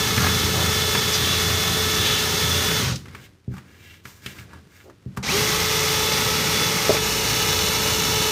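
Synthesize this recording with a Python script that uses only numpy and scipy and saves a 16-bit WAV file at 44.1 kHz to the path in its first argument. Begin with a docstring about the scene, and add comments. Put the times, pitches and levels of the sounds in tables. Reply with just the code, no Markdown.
"""Cleaning a dryer vent with a drill.

A cordless drill spins a lint brush on a flexible rod inside a dryer vent, in a small tiled room.
The motor and its 15:1 gearbox whine over the rush of cooling air and gears, while the rod rumbles
in the duct. The drill brakes, the rod is shifted by hand (scrapes, ticks, thumps), then the drill
starts again. Near the end, the microphone's case takes a few knocks."""
import sys
import numpy as np
from scipy import signal
from scipy.fft import rfft, irfft, next_fast_len
from scipy.io import wavfile
from scipy.ndimage import map_coordinates

SR = 44100
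rng = np.random.default_rng(int(sys.argv[2]) if len(sys.argv) > 2 else 0)


def generate_wav(sig):
    """Save sig (samples, or channels by samples) to the path in sys.argv[1] as 16-bit PCM at SR."""
    pcm = np.round(np.clip(np.atleast_2d(sig).T, -1, 1) * 32767).astype(np.int16)
    wavfile.write(sys.argv[1], SR, pcm)


N = 366471
TIME = np.arange(N) / SR
GEAR_RATIO = 15   # motor turns for one turn of the chuck, which grips the rod

# The rod tapping the duct wall, and at 2.957 s the chuck's lock clicking as the drill stops: time_s, level_db,
# pitch_hz. Levels in all tables are relative.
ROD_TICKS = [(.176, -9, 1310), (.267, -13, 1290), (.949, -8.5, 1390), (2.957, -21, 4200),
             (3.056, -34.5, 1480), (3.082, -33.5, 1690), (3.148, -27, 1640), (3.538, -35.5, 1150),
             (3.567, -33, 1110), (3.58, -31, 1500), (4.053, -26.5, 1600), (4.261, -19.5, 2300),
             (4.385, -28.5, 1700), (4.532, -32.5, 935), (4.897, -39, 1350), (5.172, -18.5, 1010),
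             (6.967, -14, 1680)]


def from_db(db):
    """Turn decibels into a gain to multiply by."""
    return 10 ** (np.asarray(db) / 20)


def unit_power(x):
    """Scale a sound to an average power of 1."""
    return x / np.sqrt(np.mean(x ** 2) + 1e-20)


def curve(rows):
    """Join rows of (time_s, value) with straight lines."""
    return np.interp(TIME, *np.transpose(rows))


def drift(rate_hz):
    """A smooth random wander, about 1 in size."""
    size = next_fast_len(N // 20)
    hz = np.fft.rfftfreq(size, 20 / SR)
    slow = irfft(rfft(rng.standard_normal(size)) / (1 + (hz / rate_hz) ** 2), size)
    return np.interp(np.arange(N) / 20, np.arange(size), unit_power(slow))


def noise(spectrum, bumps=(), grain_db=0, ripple_db=0):
    """Noise shaped by a spectrum and bumps; grain adds crackle, ripple colours it like room echoes."""
    size = next_fast_len(N)
    hz = np.fft.rfftfreq(size, 1 / SR) + 1
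    points, levels = np.transpose(spectrum)
    db = np.interp(np.log(hz), np.log(points), levels)
    for centre, width, height in bumps:
        db += height * np.exp(-2 * ((hz - centre) / width) ** 2)
    ripple_hz = np.arange(0, SR / 2, 30)
    db += ripple_db * np.interp(hz, ripple_hz, rng.standard_normal(len(ripple_hz)))
    grains = from_db(grain_db * np.minimum(rng.exponential(1, size), 8))
    crackle = rng.standard_normal(size) * grains
    return unit_power(irfft(rfft(crackle) * from_db(db), size)[:N])


def butter(x, hz, kind, order=2):
    """Keep the low part, the high part or a band of a sound."""
    sections = signal.butter(order, np.clip(hz, 10, .45 * SR), kind, fs=SR, output="sos")
    return signal.sosfilt(sections, x)


def band(x, hz, spread):
    """The part of a sound around one pitch, at a power of 1."""
    ratio = 1.05 + spread
    return unit_power(butter(x, [hz / ratio, hz * ratio], "band"))


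def strike(hits, modes):
    """Hits (time_s, level_db, brightness_hz) set an object's modes, its natural notes, ringing."""
    force, t = np.zeros(N + SR), TIME[:SR // 20]
    for s, db, hz in hits:
        push = t * np.exp(-2 * np.pi * hz * t)
        at = round(s * SR)
        force[at:at + len(t)] += from_db(db) * push / push.sum()
    out = 0
    for hz, db, ring_s in modes:
        decay, angle = from_db(-60 / (ring_s * SR)), 2 * np.pi * hz / SR
        feedback = [1, -2 * decay * np.cos(angle), decay ** 2]
        out += signal.lfilter([0, from_db(db) * np.sin(angle)], feedback, force[:N] + 1e-18)
    return out


def trigger():
    """Each press spins the motor up, each release brakes it. Gives share of full speed and rush gain."""
    # Trigger pulls: pressed_s, released_s, rush_level_db
    pulls = [(-1, 2.79, -26.8), (5.226, 9, -25.6)]
    spin_up_s, brake_s, coast_s = .061, .115, .135
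    pace = rush_gain = 0
    for pressed, released, db in pulls:
        on, off = np.maximum(TIME - pressed, 0), np.maximum(TIME - released, 0)
        spin = (1 - np.exp(-(on / spin_up_s) ** 1.4)) * np.exp(-(off / brake_s) ** 2)
        surge_db = 1.3 * np.exp(-((on - .14) / .07) ** 2)   # overshoot as the rod takes up speed
        fall_db = np.clip(340 * (off - coast_s), 0, 120)   # the gears run on, then die away
        pace += spin
        rush_gain += np.minimum(on / .004, 1) * from_db(db - 6.5 * (1 - spin) + surge_db - fall_db)
    return pace, rush_gain


def positions():
    """How much each of the three placings of drill and microphone counts at each moment."""
    # When the drill, then the microphone, is moved: time_s
    moves = (4.0, 7.0)
    first, second = [np.clip((TIME - s) / .09 + .5, 0, 1) for s in moves]
    return np.array([1 - first, first - second, second])


def gear_tones(pace, motor_hz, turns, place):
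    """Motor and gear tones follow the turning and waver with the load; a thin whistle joins them."""
    # Tones in each placing of drill and microphone: cycles_per_chuck_turn, first_db, second_db, third_db
    tones = [(2, -63, -56, -38.5), (4, -40.5, -50, -41), (5, -58, -40, -44.5), (6, -41.5, -48, -47),
             (13, -46.5, -52, -49), (14, -43.5, -44, -46.5), (15, -34, -32.5, -32.5), (16, -52, -46, -43.5),
             (27, -45.5, -54, -53), (28, -61.5, -51, -47), (30, -56, -41.5, -40.5), (33, -77, -64, -43),
             (45, -39.2, -37.5, -39.5), (60, -39.5, -44.5, -44), (61, -45, -50, -54), (75, -44, -41, -42),
             (90, -46.5, -44.5, -41.5)]
    # The unbalanced motor shakes the housing as it speeds up through 390 turns a second.
    shake = from_db(13 * (np.gradient(pace) > 0) * np.exp(-((motor_hz - 390) / 29) ** 2))
    gears = 0
    for cycles, *levels in tones:
        phase = 2 * np.pi * (cycles * turns / GEAR_RATIO + rng.random()) + .4 * drift(5.3)
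        gain = (from_db(levels) @ place) * from_db(-1 + 1.5 * drift(9.4))
        gears += (shake if cycles == GEAR_RATIO else 1) * gain * np.sin(phase)
    whistle = from_db(-51 + 2.9 * drift(20)) * np.sin(2 * np.pi * 21 * turns)
    return (gears + whistle) * pace ** 3.3


def gear_whine(pace, turns, level_db):
    """Teeth meet eight times a motor turn; they bite on speeding up and unload on braking."""
    chatter = .25 + .5 * np.sqrt(1 - pace)   # rougher while the speed changes
    teeth = np.sin(2 * np.pi * 8 * turns + chatter * drift(120))
    flutter_db = 2.9 * drift(90)
    change = np.gradient(pace)
    brake_db = -4.5 * (change < 0) * np.clip((1 - pace) * 10, 0, 1)
    bite_db = 8 * (change > 0) * np.exp(-((pace - .72) / .15) ** 2)
    return teeth * pace ** .5 * from_db(level_db + 2.5 + flutter_db + brake_db + bite_db)


def air_rush(pace, place, whine_db):
    """Cooling air and gear teeth hiss, coloured by nearby surfaces."""
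    # The hiss: pitch_hz, level_db
    spectrum = [(200, -6), (330, -1.5), (560, 1.5), (720, -6.5), (830, -1), (1600, -1), (3800, 1.5),
                (6500, -0.5), (7500, -8), (9200, -8), (10400, -14.5), (11100, -10), (14000, -9),
                (15600, -14.5)]
    # Peaks and dips from the surfaces, one list per position: pitch_hz, width_hz, level_db
    colours = [
        [(1280, 400, 2), (1560, 240, -1), (2400, 260, -3), (2930, 130, 0), (3420, 67, -3.5), (4800, 250, -1.5),
         (5270, 330, 1)],
        [(1270, 750, 3), (1700, 610, -3.5), (2040, 310, 5.5), (3250, 600, -2), (4940, 250, -1), (5600, 510, 2)],
        [(1480, 180, -1.5), (1900, 140, -1.5), (2950, 200, 4.5), (3330, 400, -6.5), (3870, 250, 2),
         (4180, 110, -3), (4920, 300, -6), (5320, 220, 3.5), (5970, 230, 2), (6800, 200, 2.5), (7670, 250, 0)],
    ]
    rush = sum(share * noise(spectrum, colour, grain_db=2, ripple_db=1.4)
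               for share, colour in zip(place, colours))
    delay_s = .0023 * np.abs(1 + .079 * drift(.64))   # a close echo shifts as the drill sways
    echo = map_coordinates(rush, [(TIME - delay_s) * SR], order=3)
    rush = unit_power(rush + from_db(-15) * echo)
    rush = pace * rush + (1 - pace) * butter(rush, 9000, "low")   # duller at low speed
    swell_db = .1 * (whine_db - whine_db.mean())
    return rush * from_db(3.5 + swell_db + .5 * drift(45))


def rod_whirl(pace, turns, running):
    """The rod whips round in the duct: a rumble, and a hum at three beats per chuck turn."""
    # The rumble: pitch_hz, level_db
    spectrum = [(20, -44), (42, -34.5), (58, -2), (80, -5.5), (120, -2), (175, -1), (240, -7), (320, -12.5),
                (600, -35)]
    # Where the air in the duct booms: pitch_hz, width_hz, level_db
    booms = [(85.5, 6.1, 5), (115, 11.5, 5), (143, 7.3, 2), (166.2, 5.6, 4.5)]
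    # Loudness of the rumble and of the hum: time_s, level_db
    rumble_levels = [(0, -26), (.27, -25), (.9, -29.5), (2.25, -30), (2.55, -27), (2.92, -26.5),
                     (5.44, -28), (5.6, -33), (6.3, -28.8), (7.15, -31), (8.3, -30)]
    hum_levels = [(0, -50), (.26, -24), (.42, -35), (.65, -27), (.95, -38), (1.53, -27.5), (2.1, -40),
                  (2.55, -31), (2.78, -44), (5.44, -48), (5.6, -38), (6.5, -41), (7.15, -54), (7.5, -35),
                  (8.3, -45)]
    rumble = noise(spectrum, booms) * from_db(curve(rumble_levels) - 1 + 1.4 * drift(25))
    hum = np.sqrt(2) * from_db(curve(hum_levels)) * np.sin(2 * np.pi * 3 * turns / GEAR_RATIO)
    return (rumble + running * hum) * pace ** .55


def drill():
    """One motor drives the gear tones, the rush of air and the whirling rod."""
    # Full motor speed as the brush's drag varies: time_s, turns_per_s
    full_speed = [(0, 433.6), (.3, 431.3), (.45, 433.2), (.84, 434), (1.0, 431.4), (1.25, 433.3),
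                  (1.38, 431.2), (1.86, 434.5), (2.08, 431.2), (2.42, 431.2), (2.77, 433.5), (5.44, 429.3),
                  (5.68, 434.3), (6.12, 435), (6.32, 433.3), (7.6, 433.5), (8.3, 433)]
    # Loudness of the whine, one list per trigger pull: time_s, level_db
    whine_levels = [
        [(0.0, -35), (0.18, -41), (0.37, -32), (0.51, -42), (0.63, -34), (2.19, -33), (2.3, -40), (2.41, -33),
         (2.8, -34)],
        [(5.35, -39), (6.24, -35), (6.4, -42), (6.59, -33), (6.75, -43), (7.0, -36), (7.1, -45), (7.37, -36),
         (8.3, -38)],
    ]
    whine_db = curve(np.vstack(whine_levels))
    pace, rush_gain = trigger()
    place = positions()
    motor_hz = pace * curve(full_speed)
    turns = np.cumsum(motor_hz * (1 + .0012 * drift(26.7))) / SR
    running = np.clip(4 * rush_gain / np.median(rush_gain), 0, 1)   # tones stop when the rush does
    tones = gear_tones(pace, motor_hz, turns, place) + gear_whine(pace, turns, whine_db)
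    rush = rush_gain * air_rush(pace, place, whine_db)
    return np.sqrt(2) * running * tones + rush + rod_whirl(pace, turns, running)


def room_tone():
    """The room's faint, steady background noise."""
    # The background: pitch_hz, level_db
    spectrum = [(18, -36), (30, 11), (102, -16), (346, -32), (384, -26), (552, -17), (645, -34),
                (1300, -36), (15000, -49)]
    return from_db(-61) * noise(spectrum)


def rod_ticks():
    """Each tap on the duct wall is a short scuff with a bright edge and a faint tail."""
    out, t = np.zeros(N + SR), TIME[:SR // 4]
    rise_s, decay_s, tail_s = .001, .0047, .046
    shape = (np.exp(-t / decay_s) + from_db(-17.5) * np.exp(-t / tail_s)) * (1 - np.exp(-t / rise_s))
    for s, db, hz in ROD_TICKS:
        body, edge = rng.standard_normal((2, len(t)))
        edge = unit_power(butter(edge, [2500, 8000], "band", order=1))
        scuff = band(body, hz, spread=.45) + from_db(-11) * edge
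        at = round(s * SR)
        out[at:at + len(t)] += from_db(db - 4.5) * shape * scuff
    return out[:N]


def duct_thumps():
    """The duct rings at every tick, and when the rod's side bumps it softly."""
    # Bumps: time_s, level_db
    bumps = [(2.83, -13), (2.868, -13), (2.917, -13), (3.479, -14.5), (3.512, -20), (5.061, -18.5),
             (5.176, -15.5)]
    # The duct's natural notes: pitch_hz, level_db, ring_s
    modes = [(86.5, -14.5, 0.22), (137.8, 0, 0.16), (186, -4.5, 0.14), (230, -6, .1), (300, -10, 0.072),
             (379, -8, 0.065), (500, -14, .035), (595, -23, .03)]
    hits = [(s, db, 230) for s, db in bumps] + [(s, db - 8.5, 800) for s, db, _ in ROD_TICKS]
    return from_db(-2.5) * butter(strike(hits, modes), 95, "high")


def room_echo(x, echo_db, ring_s):
    """Hard walls add a dense wash of echoes that falls 60 dB in ring_s."""
    t = TIME[:SR // 2]
    tail = butter(rng.standard_normal(len(t)), 6000, "low", order=1)
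    tail *= from_db(-60 * t / ring_s) * (t > .003)
    return x + from_db(echo_db) * signal.fftconvolve(x, tail / np.linalg.norm(tail))[:N]


def brush_scrapes():
    """Brush and rod slide along: a grainy rasp coloured by the duct, with rustling lint on top."""
    # Slides: peak_s, length_s, level_db, pitch_hz, rustle_db
    slides = [(.254, .096, -27.5, 1100, -20), (.59, .067, -28, 620, -20), (1.148, .023, -22.5, 5350, -24),
              (1.29, .16, -27.5, 3380, -29), (2.1, .17, -25, 3250, -26), (3.165, .06, -51, 1500, -7),
              (3.244, .04, -50.5, 2280, -2), (3.558, .06, -53.5, 1500, -3), (3.723, .1, -56.5, 1800, -6),
              (3.89, .13, -49.5, 2290, -5), (4.08, .045, -56.5, 1200, 9), (4.15, .071, -61.5, 1310, 7.5),
              (4.28, .07, -45.5, 2040, 0), (4.394, .059, -47.5, 1590, -1.5), (4.543, .071, -52, 1200, -15),
              (4.78, .1, -55.5, 1800, -1), (4.886, .049, -44.5, 380, -23), (5.174, .01, -43, 1010, 0)]
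    # The lint's rustle: pitch_hz, level_db
    lint = [(1500, -3), (4000, -1), (6500, 0), (8500, -4), (10400, -10.5), (12000, -5.5), (15500, -5)]
    rustle = noise(lint, grain_db=2.5, ripple_db=1.5)
    rasp = noise([(100, -1), (10000, -9)], grain_db=3.5, ripple_db=5)
    out = 0
    for s, length, db, hz, rustle_db in slides:
        swell = from_db(db) * np.exp(-2 * np.abs((TIME - s) / length) ** 2.86)
        out += swell * (band(rasp, hz, spread=min(700 / hz, .7)) + from_db(rustle_db) * rustle)
    return out * from_db(.87 * drift(60))


def rod_flex():
    """The rod bends with a low, grainy noise as it is moved by hand."""
    # Loudness of the bending: time_s, level_db
    levels = [(2.97, -44.5), (3.2, -44.5), (3.42, -58), (3.6, -48.5), (4.18, -55), (4.3, -45.5),
              (4.55, -45), (4.7, -52.5), (5.0, -54), (5.2, -48)]
    # The bending noise: pitch_hz, level_db
    spectrum = [(20, -28), (50, -13), (85, 9), (140, -0.5), (220, -4.5), (400, -8), (700, -20), (1500, -19),
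                (5000, -26), (15000, -40)]
    start_s, end_s = levels[0][0], levels[-1][0]
    fade = np.interp(TIME, [start_s - .004, start_s, end_s, end_s + .02], [0, 1, 1, 0])
    return fade * from_db(curve(levels)) * noise(spectrum, grain_db=3)


def case_knocks():
    """The microphone's case is knocked as it moves, and rings briefly."""
    # Knocks: time_s, level_db
    knocks = [(6.894, -6.5), (6.9015, -9.5), (6.9065, -9), (6.932, -23), (6.946, -15.5)]
    # The case's natural notes: pitch_hz, level_db, ring_s
    modes = [(130, -17, .06), (330, -19, .04), (449, -2, 0.1), (600, 0.5, 0.035)]
    return strike([(s, db, 1500) for s, db in knocks], modes)


def scene():
    """All the sounds added up, the same in both channels."""
    contacts = room_echo(duct_thumps(), echo_db=-9.5, ring_s=.32) + rod_ticks() + case_knocks()
    mono = contacts + drill() + rod_flex() + brush_scrapes() + room_tone()
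    return np.array([mono, mono])


def record(dry):
    """Cut the deep bass, round off the tallest peaks, then cut the highest treble."""
    lean = butter(dry, 52, "high", order=4)
    rounded = lean / (1 + (lean / .7) ** 4) ** .25
    treble_cut = signal.ellip(12, .1, 90, 15500, fs=SR, output="sos")
    return signal.sosfilt(treble_cut, rounded)


dry = scene()
out = record(dry)
generate_wav(out)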